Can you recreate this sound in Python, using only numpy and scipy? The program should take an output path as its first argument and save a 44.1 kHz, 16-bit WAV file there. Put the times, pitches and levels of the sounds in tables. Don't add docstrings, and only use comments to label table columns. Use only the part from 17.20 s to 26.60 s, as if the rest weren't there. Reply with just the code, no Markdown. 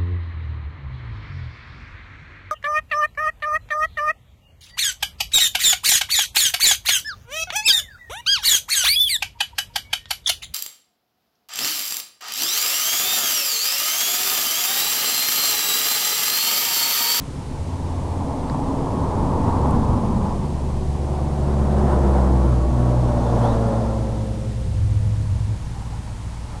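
import sys
import numpy as np
from scipy import signal
from scipy.fft import rfft, irfft
from scipy.io import wavfile

SR = 44100
rng = np.random.default_rng(int(sys.argv[2]) if len(sys.argv) > 2 else 0)


def to_wav(s):
    ch = np.atleast_2d(s).T
    pcm = np.round(np.clip(ch, -1, 1) * 32767)
    wavfile.write(sys.argv[1], SR, pcm.astype(np.int16))


N = 414540
TIME = np.arange(N) / SR
BINS = np.maximum(np.arange(N // 2 + 1) * SR / N, 1)

# closest_s, approach_s, retreat_s, boom_db, roar_db, tyre_hiss_db, rush_db
PASSES = [(0, 1.0, 1.2, -45, -62, -53, -55.5), (1.35, 1.23, 3.1, -36.5, -37, -36, -55),
          (2.44, 1.5, 0.96, -25, -33.5, -29, -45.5), (4.78, 0.81, 0.86, -25, -29, -32, -40.5),
          (6.24, 1.28, 0.82, -27, -29.5, -33, -43.5), (8.85, 2.1, 4.8, -50, -52, -47, -58)]
ROAD_FALLOFF = [2.82, 4, 4.3, 5.0]
# time_s, level_db
RUMBLE_LEVEL = [(0, -33.5), (.9, -32), (1.9, -23.5), (2.6, -20), (3.6, -29), (6.3, -27.5), (7.2, -31),
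                (7.8, -28), (9.4, -35)]
# centre_s, half_length_s, boost_db
SURGES = [(2.497, 0.069, 2), (3.056, 0.074, 3), (3.955, 0.12, 5), (4.73, 0.039, 3.5), (4.98, 0.064, 3.8),
          (6.249, 0.067, 4), (6.602, 0.15, 1.5), (9.36, 0.045, 4.5)]

# frequency_hz, relative level_db_per_hz
RUMBLE_COLOUR = [(8, -18.5), (20, 4), (35, -6), (70, -0.5), (120, -3.5), (170, -7), (240, -15), (400, -37)]
BOOM_COLOUR = [(50, -16), (110, 2), (170, 2.5), (280, 0), (400, -3.5), (500, -3.5), (620, -22.5),
               (900, -45)]
ROAR_COLOUR = [(330, -22), (480, 4.5), (590, 7), (740, 5.5), (850, 1), (1100, -26)]
TYRE_COLOUR = [(600, -15), (760, -8.5), (850, -1), (1000, -2.5), (1120, -7), (1260, -16.5), (1500, -38),
               (2200, -45)]
RUSH_COLOUR = [(900, -15), (1280, 6.5), (1500, 0), (1880, -5.5), (2200, -16), (3400, -20.5), (6000, -22.5),
               (10000, -22)]

# time_s, level_db
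TREAD_LEVEL = [(0, -42.5), (1.2, -32.5), (1.5, -29), (2.15, -31.5), (2.55, -25), (3.05, -22), (3.25, -35.5),
               (4, -70)]
TREAD_HZ, CAR_LEVEL_S, CAR_HALF_S, DOPPLER_SHARE = 229.8, 2.58, 0.27, 0.14

# start_s, end_s, pitch_hz, tone_db, shudder_db
DRONES = [(0.39, 1.032, 87.5, -27.5, -38.5), (7.462, 8.352, 104, -22, -26)]
# frequency_hz, relative level_db_per_hz
SHUDDER_COLOUR = [(30, -14), (50, 1), (82, 19), (110, 6), (140, 5), (250, -19)]

# time_s, peak_db, centre_hz, width_hz
TICKS = [(1.006, -22, 900, 300), (1.109, -24, 840, 300), (1.298, -29, 1660, 657), (1.298, -30, 4330, 1200),
         (1.345, -18.5, 900, 500), (2.509, -26, 9830, 4500)]

# centre_s, half_length_s, level_db
SWISHES = [(2.4, 0.36, -60), (4.852, 0.18, -65), (6.245, 0.26, -51)]
# frequency_hz, relative level_db_per_hz
SWISH_COLOUR = [(1500, -20), (2600, -3), (3500, 2.5), (5000, 0), (6200, -1), (10000, -8.5), (13000, -14)]

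# time_s, pitch_hz
FIRST_PITCH = [(0, 71.5), (3, 72.1), (4.2, 71), (4.6, 69.1), (5, 65.7), (5.4, 62.7), (6, 60.4), (7.8, 59.1),
               (9.4, 57.2)]
SECOND_PITCH = [(3.8, 124), (5.75, 121.5), (6.2, 117.6), (6.6, 111.7), (7, 108.7), (7.4, 107.5),
                (7.8, 104.2), (9.4, 98.3)]
# harmonic, loudest_s, approach_s, retreat_s, level_db, power_of_distance
FIRST_HUM = [(1, 4.91, 0.35, 0.47, -16, 0.88), (2, 5.3, 0.82, 0.76, -26, 0.78),
             (3, 4.66, 0.2, .3, -24.5, 1.03), (4, 5.86, 0.35, 0.42, -39, 2.2)]
SECOND_HUM = [(1, 6.08, .58, 0.53, -21.5, 1.1), (2, 6.38, 0.89, 0.71, -27.5, 2.36),
              (3, 6.66, 1.7, 0.4, -42, 2.1)]
# multiple of firing rate, loudest_s, approach_s, retreat_s, level_db, phase_wander_hz
FIRST_WHINE = [(4.5, 4.3, 0.85, .6, -42, 3.5), (5.18, 5.05, .65, 0.54, -30.5, 1.6),
               (5.5, 4.56, 0.33, 0.3, -36.5, 2.2), (10.5, 4.18, .35, 0.29, -41.5, 1.9)]
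SECOND_WHINE = [(3.95, 6.3, .2, 0.43, -35.5, 1.8), (4.89, 6.35, 0.85, 0.51, -31.5, 3.1),
                (6.1, 6.3, 0.35, 0.33, -39.5, 2.3), (6.1, 7.95, 0.31, 0.37, -54, 2.7),
                (9.18, 5.55, 0.5, 0.61, -43, 1.5), (12.2, 6.63, 0.66, .35, -52, 5)]

# centre_s, length_s, start_hz, end_hz, blur_hz, level_db (before an overall lift)
CHIRPS = [(6.08, .09, 3550, 3550, 80, -54), (6.27, .17, 2900, 4150, 150, -46),
          (6.27, .14, 5800, 6200, 300, -55), (8.565, .04, 790, 790, 30, -40),
          (8.622, .03, 800, 800, 35, -37), (8.737, .035, 770, 860, 40, -35)]

# frequency_hz, relative level_db_per_hz
HISS_COLOUR = [(1000, -32), (1700, -1), (2250, -2), (2430, -3.5), (7710, -7.5), (10000, -8.5), (13000, -13),
               (22000, -120)]
# frequency_hz, gain_db
TREBLE = [(9000, 0), (10000, -2), (10500, -4.5), (11000, -11), (12000, -8), (12600, -17), (13300, -23)]
HISS_DB, CUTOFF_HZ = -46.5, 13650


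def from_db(db):
    return 10 ** (np.asarray(db) / 20)


def rms_one(x):
    return x / np.sqrt(np.mean(x ** 2) + 1e-20)


def curve(rows):
    times, values = np.transpose(rows)
    return np.interp(TIME, times, values)


def response(points):
    hz, db = np.transpose(points)
    return from_db(np.interp(np.log(BINS), np.log(hz), db))


def noise(points):
    skirt = 1 / (1 + (BINS / (2 * points[-1][0])) ** 4)
    spectrum = rfft(rng.standard_normal(N))
    return rms_one(irfft(spectrum * response(points) * skirt, N))


def drift(rate):
    step = 40
    warm_up = 2000
    r = np.exp(-2 * np.pi * rate * step / SR)
    draws = rng.standard_normal(N // step + 2 + warm_up)
    slow = signal.lfilter([1], [1, -2 * r, r * r], draws)[warm_up:]
    return np.interp(np.arange(N) / step, np.arange(len(slow)), rms_one(slow))


def phase_of(hz):
    return 2 * np.pi * np.cumsum(hz) / SR


def blurred_line(phase, width):
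    return (drift(width) * np.cos(phase) + drift(width) * np.sin(phase)) / np.sqrt(2)


def swell(s, approach_s, retreat_s, falloff):
    along = (TIME - s) / np.where(TIME < s, approach_s, retreat_s)
    return (1 + along ** 2) ** (-falloff / 2)


def microphone_hiss():
    inner_points = HISS_COLOUR[1:-1]
    return from_db(HISS_DB) * noise(inner_points)


def passing_level(layer):
    power = 0
    for s, approach_s, retreat_s, *levels in PASSES:
        gain = from_db(levels[layer]) * swell(s, approach_s, retreat_s, ROAD_FALLOFF[layer])
        power = power + gain ** 2
    return np.sqrt(power)


def road(flutter_db, throb):
    boom, roar, tyres, rush = [passing_level(layer) for layer in range(4)]
    rumble = from_db(curve(RUMBLE_LEVEL)) * noise(RUMBLE_COLOUR)
    surge = from_db(sum(db * swell(s, half_s, half_s, falloff=2.6) for s, half_s, db in SURGES))
    body = boom * noise(BOOM_COLOUR) + surge * roar * noise(ROAR_COLOUR)
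    bright = surge * (tyres * noise(TYRE_COLOUR) + rush * noise(RUSH_COLOUR))
    fluttering = bright * from_db(flutter_db * drift(16))
    _, s, approach_s, retreat_s, _, falloff = FIRST_HUM[0]
    nearness = swell(s, approach_s, retreat_s, falloff)
    puffs = 1 + throb * nearness * np.sin(phase_of(curve(FIRST_PITCH)))
    return rumble + puffs * (body + fluttering)


def car_tread():
    offset_s = TIME - CAR_LEVEL_S
    receding = offset_s / np.hypot(offset_s, CAR_HALF_S)
    centre_hz = TREAD_HZ / (1 + DOPPLER_SHARE * receding)
    note = np.sqrt(2) * blurred_line(phase_of(centre_hz), width=23.5)
    return from_db(curve(TREAD_LEVEL)) * note


def drones(edge_s):
    out = np.zeros(N)
    for start, end, hz, tone_db, shudder_db in DRONES:
        gate = np.clip(np.minimum(TIME - start, end - TIME) / edge_s + 0.5, 0, 1)
        unsteady_hz = hz * (1 + 0.0073 * drift(2.3))
        tone = np.sqrt(2) * np.sin(phase_of(unsteady_hz))
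        shudder = noise(SHUDDER_COLOUR)
        out += gate * (from_db(tone_db) * tone + from_db(shudder_db) * shudder)
    return out


def ticks():
    out = np.zeros(N)
    for s, db, hz, width in TICKS:
        edges = np.clip([hz - width / 2, hz + width / 2], 50, 0.45 * SR)
        band = signal.butter(4, edges, "band", fs=SR, output="sos")
        click = signal.sosfilt(band, signal.unit_impulse(SR // 50))
        at = round(s * SR)
        out[at:at + len(click)] += from_db(db) * click / np.abs(click).max()
    return out


def swishes():
    power = sum((from_db(db) * swell(s, half_s, half_s, falloff=1.0)) ** 2 for s, half_s, db in SWISHES)
    return np.sqrt(power) * noise(SWISH_COLOUR)


def engine(pitch, harmonics, whine, flutter_db, whine_flutter_db, whine_falloff):
    phase = phase_of(curve(pitch))
    hum, whines = 0, 0
    for harmonic, s, approach_s, retreat_s, db, falloff in harmonics:
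        level = from_db(db + flutter_db * drift(4.2))
        strength = level * swell(s, approach_s, retreat_s, falloff)
        hum = hum + strength * np.sin(harmonic * phase + rng.uniform(0, 2 * np.pi))
    for multiple, s, approach_s, retreat_s, db, wander_hz in whine:
        level = from_db(db + whine_flutter_db * drift(15))
        strength = level * swell(s, approach_s, retreat_s, whine_falloff)
        whines = whines + strength * np.sin(multiple * phase + drift(wander_hz))
    return np.sqrt(2) * (hum + whines)


def chirps(lift_db):
    out = np.zeros(N)
    for s, length, start_hz, end_hz, blur_hz, db in CHIRPS:
        progress = np.clip((TIME - s) / length + 0.5, 0, 1)
        glide = phase_of(start_hz + (end_hz - start_hz) * progress)
        out += from_db(db + lift_db) * np.sin(np.pi * progress) * blurred_line(glide, blur_hz)
    return out


def scene():
    rolling = road(flutter_db=1.08, throb=0.14) + car_tread() + drones(edge_s=0.023)
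    first = engine(FIRST_PITCH, FIRST_HUM, FIRST_WHINE,
                   flutter_db=1.0, whine_flutter_db=3.0, whine_falloff=1.48)
    second = engine(SECOND_PITCH, SECOND_HUM, SECOND_WHINE,
                    flutter_db=0.0, whine_flutter_db=2.5, whine_falloff=2.03)
    small_sounds = ticks() + swishes() + chirps(lift_db=0.5)
    return (rolling + first + second + small_sounds)[None]


def record(dry):
    heard = dry + microphone_hiss()
    coloured = irfft(rfft(heard) * response(TREBLE), N)
    low_pass = signal.ellip(10, 0.1, 80, CUTOFF_HZ, fs=SR, output="sos")
    return signal.sosfilt(low_pass, coloured)


dry = scene()
out = record(dry)
to_wav(out)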